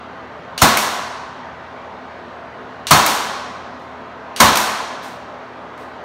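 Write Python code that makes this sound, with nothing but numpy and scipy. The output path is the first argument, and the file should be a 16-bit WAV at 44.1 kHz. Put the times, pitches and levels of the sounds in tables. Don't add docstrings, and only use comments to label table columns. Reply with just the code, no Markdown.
import sys
import numpy as np
from scipy import signal
from scipy.fft import rfft, irfft, next_fast_len
from scipy.io import wavfile
from scipy.ndimage import uniform_filter1d, map_coordinates

SR = 44100
rng = np.random.default_rng(int(sys.argv[2]) if len(sys.argv) > 2 else 0)


def unload_wav(signal):
    wavfile.write(
        sys.argv[1],
        SR,
        np.round(np.clip(np.atleast_2d(signal).T, -1, 1) * 32767).astype(np.int16),
    )


N = 266364
T_S = np.arange(3 * SR // 2) / SR

# blow time in seconds, trigger level in dB, blow level in dB, crack level in dB,
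# wall thump level in dB, trim pitch at that spot in Hz, wall pitch there in Hz, brad ping in Hz,
# return clack level in dB, housing knock level in dB.
SHOTS = [(0.618, -11, 1, -3.5, -1.5, 758, 296, 5320, -4, -14),
         (2.909, -9.5, 2, -2, -1.5, 1220, 142, 4400, -3, -22),
         (4.402, -13, 2.5, -8.5, 0.5, 1080, 218, 6470, -7.5, -24.5)]
# start in seconds, clack level in dB, knock level in dB.
REBOUNDS = [(4.571, -6, -27)]
# start in seconds, level in dB, onset time constant in seconds,
# t60 in seconds, room level in dB.
HANDLING = [(3.51, -65, .02, .4, -11), (3.792, -54, .006, .05, -13), (5.02, -37, 0.055, .18, -8),
            (5.776, -40.5, 0.0014, 0.034, -17.5)]
# frequency in Hz, level in dB, t60 in seconds.
WALL_MODES = [(59.6, -4.5, 0.41), (84.3, 0, 0.51), (129, -3.5, .3), (153, 5, 0.41), (212.3, -2.5, 1),
              (220.4, -3, 0.95), (284, -5.5, 0.49)]

# centre in Hz, width in Hz, lift in dB.
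TRIM_PEAKS = [(719, 34, 2), (854, 60, 1.5), (984, 30, 6.5), (1043, 59, 3), (1104, 118, 5), (1293, 24, 4.5),
              (1400, 34, 2.5), (1526, 20, 7.5), (1716, 23, 5), (1980, 36, 2), (2130, 28, 3), (3170, 35, 7),
              (3690, 360, 4.5), (4096, 85, 6), (4385, 24, 10.5), (4770, 40, 2.5)]
LATCH_PEAKS = [(2880, 130, 7.5), (3960, 190, 5), (4560, 200, 5.5), (5900, 350, 3.5), (8950, 1100, 3.5)]
FITTINGS_PEAKS = [(8700, 600, 2), (12000, 400, 3), (15200, 500, -1)]
# centre in Hz, width in Hz, gain at the centre in dB.
MIC_HOLLOWS = [(4950, 300, -4), (7530, 500, -3), (10410, 500, -7.5), (14400, 400, -5)]

# frequency in Hz, relative spectral level in dB.
BLOW_COLOUR = [(30, -47), (70, -21), (150, -11.5), (250, -5.5), (400, -10), (550, -6.5), (750, -2.5),
               (1050, -4), (1600, -6.5), (2400, -11), (4000, -14), (6000, -13.5), (9000, -19),
               (15500, -24.5)]
CRACK_COLOUR = [(500, -19.5), (1500, -8), (4000, -5.5), (6300, 2.5), (9000, -2), (10500, -9), (13000, -3),
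                (15500, -3.5)]
CLICK_COLOUR = [(300, -22), (1500, -2.5), (2300, -4.5), (2900, -1), (4200, -2), (6200, -5), (8000, -9),
                (10500, -12), (15500, -19)]
CLACK_COLOUR = [(200, -8), (1000, -5.5), (1800, -4), (3200, -1.5), (4500, -0.5), (6000, -2), (9500, -4),
                (11500, -5), (13600, -6), (15500, -9)]
WHIR_COLOUR = [(200, -12.5), (1200, 3), (2300, -3), (4200, -5), (6200, -2), (9000, -7.5), (15500, -16.5)]
THUMP_COLOUR = [(25, -36), (38, -22), (58, -2), (100, -2.5), (150, 0.5), (260, -2.5), (400, -12.5),
                (900, -30), (4000, -71)]
SCUFF_COLOUR = [(500, -10), (2500, 7), (5000, 3), (7000, 0), (9000, -3), (11000, -8), (15500, -10)]
AIR_COLOUR = [(25, -34), (55, -21.5), (80, -8), (105, -14.5), (160, -7.5), (210, -7), (250, -2.5),
              (280, -7), (400, -6), (620, -2.5), (950, -2), (1600, -7.5), (2400, -17), (4000, -25),
              (6300, -36), (10000, -52.5), (15500, -58)]

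# frequency in Hz, mean level in dB rms.
HUM_LINES = [(80.7, -55), (118.4, -54.5), (253.0, -49), (538.3, -56), (656.8, -49), (925.9, -52.5)]
# frequency in Hz, t60 in seconds.
ROOM_T60 = [(60, 0.6), (160, 0.88), (420, 1.42), (1100, 1.63), (2900, 1.303), (5500, 1.124), (8000, 0.83),
            (11000, 0.61), (15000, 0.49)]

TRIGGER_LEAD_S, RUSH_LEAD_S, RETURN_LAG_S = 0.040, 0.0036, 0.153
WHIR_DB, WHIR_ONSET_S, WHIR_T60_S = -29.5, 0.013, 0.53
RUSH_REL_DB, RUSH_ONSET_S, RUSH_T60_S = -9.5, 0.0045, 0.077
BRAD_REL_DB, SPOT_REL_DB = -15.5, -9.5
GIVE_ONSET_S, GIVE_T60_S, WALL_RING_REL_DB = 0.011, 0.12, -21.5
AIR_RMS_DB, AIR_PATCH_RMS_DB = -34.5, 1.5
TOP_HZ = 15750


def amp(db):
    return 10 ** (np.asarray(db) / 20)


def unit(x):
    return x / np.sqrt(np.mean(x ** 2) + 1e-20)


def along(points, hz):
    point_hz, value = np.transpose(points)
    return np.interp(np.log(hz + 1), np.log(point_hz + 1), value)


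def fade(t_s, t60_s):
    return np.exp(-np.log(1000) * t_s / t60_s)


def rise(onset_s):
    return 1 - np.exp(-T_S / onset_s)


def wobble(rate_hz, size):
    knots = rng.standard_normal(int(size * rate_hz / SR) + 4)
    return map_coordinates(knots, [np.arange(size) * rate_hz / SR])


def add(track, start_s, x):
    start = round(start_s * SR)
    track[start:start + len(x)] += x[:N - start]


def noise(colour, size, peaks=(), ripple_db=0.0):
    hz = np.fft.rfftfreq(size, 1 / SR)
    db = along(colour, hz)
    for centre_hz, width_hz, lift_db in peaks:
        db = db + lift_db / (1 + (2 * (hz - centre_hz) / width_hz) ** 2)
    knots_hz = np.arange(0, SR / 2, 9)
    db = db + ripple_db * np.interp(hz, knots_hz, rng.standard_normal(len(knots_hz)))
    return unit(irfft(rfft(rng.standard_normal(size)) * amp(db), size))


def ring(modes, onset_s):
    chance = rng.standard_normal((len(modes), 2))
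    total = np.zeros(len(T_S))
    for (hz, db, t60_s), (offset_db, half_turns) in zip(modes, chance):
        wave = np.sin(2 * np.pi * hz * T_S + np.pi * half_turns)
        total += amp(db + offset_db) * fade(T_S, t60_s) * wave
    return total * rise(onset_s)


def knock(hz, width_hz, t60_s, onset_s=0.0017):
    bin_hz = np.fft.rfftfreq(len(T_S), 1 / SR)
    band = 1 / (1 + (2 * (bin_hz - hz) / width_hz) ** 4)
    cluster = irfft(rfft(rng.standard_normal(len(T_S))) * band, len(T_S))
    return unit(cluster) * fade(T_S, t60_s) * rise(onset_s)


def echo(source, build_s, early_db, early_t60_s=0.36, flutter_db=1.3):
    hz, t_s, z = signal.stft(source(), SR, nperseg=512)
    decay = fade(t_s, along(ROOM_T60, hz)[:, None])
    tail = signal.istft(z * decay, SR, nperseg=512)[1][:len(T_S)]
    flutter = amp(early_db + flutter_db * wobble(500, len(T_S)))
    first = flutter * fade(T_S, early_t60_s) * source()
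    return (tail + first) * rise(build_s)


def contact(colour, peaks, onset_s, t60_s, room_db, build_s, early_db, chatter_db=1.0):
    def source():
        return noise(colour, len(T_S), peaks)

    chatter = amp(chatter_db * wobble(1200, len(T_S)))
    direct = source() * chatter * fade(T_S, t60_s) * rise(onset_s)
    return direct + amp(room_db) * echo(source, build_s, early_db)


def room_tone():
    z = signal.stft(noise(AIR_COLOUR, N, ripple_db=2.0), nperseg=1024)[2]
    patches = uniform_filter1d(rng.standard_normal(z.shape), size=5, axis=0)
    patches = uniform_filter1d(patches, size=10, axis=1)
    patch_gain = amp(AIR_PATCH_RMS_DB * unit(patches))
    rush = unit(signal.istft(z * patch_gain, nperseg=1024)[1][:N])
    t_s = np.arange(N) / SR
    hum = np.zeros(N)
    for hz, rms_db in HUM_LINES:
        level = amp(rms_db + 0.86 * wobble(2.3, N)) * np.sqrt(2)
        hum += level * np.sin(2 * np.pi * hz * t_s + 0.21 * wobble(6, N))
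    return amp(AIR_RMS_DB) * rush + hum


def handling():
    out = np.zeros(N)
    for start_s, db, onset_s, t60_s, room_db in HANDLING:
        scuff = contact(SCUFF_COLOUR, FITTINGS_PEAKS, onset_s, t60_s, room_db,
                        build_s=0.03, early_db=13.5, chatter_db=4.5)
        add(out, start_s, amp(db) * scuff)
    return out


def triggers():
    out = np.zeros(N)
    for blow_s, trigger_db, *_ in SHOTS:
        click = contact(CLICK_COLOUR, LATCH_PEAKS, onset_s=0.00074, t60_s=0.0145,
                        room_db=-17.5, build_s=0.0022, early_db=1.5)
        whir = noise(WHIR_COLOUR, len(T_S), LATCH_PEAKS) * fade(T_S, WHIR_T60_S) * rise(WHIR_ONSET_S)
        add(out, blow_s - TRIGGER_LEAD_S, amp(trigger_db) * click + amp(WHIR_DB) * whir)
    return out


def returns():
    out = np.zeros(N)
    strokes = [(blow_s + RETURN_LAG_S, clack_db, knock_db) for blow_s, *_, clack_db, knock_db in SHOTS]
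    for start_s, clack_db, knock_db in strokes + REBOUNDS:
        clack = contact(CLACK_COLOUR, [], onset_s=0.0016, t60_s=0.026,
                        room_db=-16.5, build_s=0.0053, early_db=-5.0)
        add(out, start_s, amp(clack_db) * clack)
        housing = knock(2400, width_hz=640, t60_s=0.096, onset_s=0.001)
        add(out, start_s, amp(knock_db) * housing)
    return out


def shots():
    out = np.zeros(N)
    for blow_s, _, blow_db, crack_db, thump_db, trim_hz, wall_hz, brad_hz, *_ in SHOTS:
        rush = noise(WHIR_COLOUR, len(T_S)) * fade(T_S, RUSH_T60_S) * rise(RUSH_ONSET_S)
        add(out, blow_s - RUSH_LEAD_S, amp(blow_db + RUSH_REL_DB) * rush)

        crack = contact(CRACK_COLOUR, [], onset_s=0.0004, t60_s=0.042,
                        room_db=-21.5, build_s=0.003, early_db=7.5)
        add(out, blow_s, amp(crack_db) * crack)
        ping = knock(brad_hz, width_hz=150, t60_s=0.12, onset_s=0.0005)
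        add(out, blow_s, amp(blow_db + BRAD_REL_DB) * ping)
        blow = contact(BLOW_COLOUR, TRIM_PEAKS, onset_s=0.001, t60_s=0.11,
                       room_db=-11.0, build_s=0.0086, early_db=2.5)
        add(out, blow_s, amp(blow_db) * blow)

        spot = knock(trim_hz, width_hz=240, t60_s=0.25)
        add(out, blow_s, amp(blow_db + SPOT_REL_DB) * spot)
        give = fade(T_S, GIVE_T60_S) * rise(GIVE_ONSET_S) ** 2
        thump = noise(THUMP_COLOUR, len(T_S), [(wall_hz, 70, 8)]) * give
        add(out, blow_s, amp(thump_db) * thump)
        wall = ring(WALL_MODES, onset_s=0.0079)
        add(out, blow_s, amp(thump_db + WALL_RING_REL_DB) * wall)
    return out


def scene():
    return (room_tone() + handling() + triggers() + returns() + shots())[None]


def record(dry, ceiling=0.84, hardness=15.0):
    size = next_fast_len(N + SR // 2)
    f_hz = np.fft.rfftfreq(size, 1 / SR)
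    response = np.ones(len(f_hz), complex)
    for centre_hz, width_hz, gain_db in MIC_HOLLOWS:
        damping = 1j * f_hz * width_hz
        band = damping / (centre_hz * centre_hz - f_hz * f_hz + damping)
        response *= 1 - (1 - amp(gain_db)) * band
    x = irfft(rfft(dry, size) * response, size)
    x = x / (1 + np.abs(x / ceiling) ** hardness) ** (1 / hardness)
    low_pass = 1 / (1 + (f_hz / TOP_HZ) ** 300)
    return irfft(rfft(x) * low_pass, size)[..., :N]


dry = scene()
out = record(dry)
unload_wav(out)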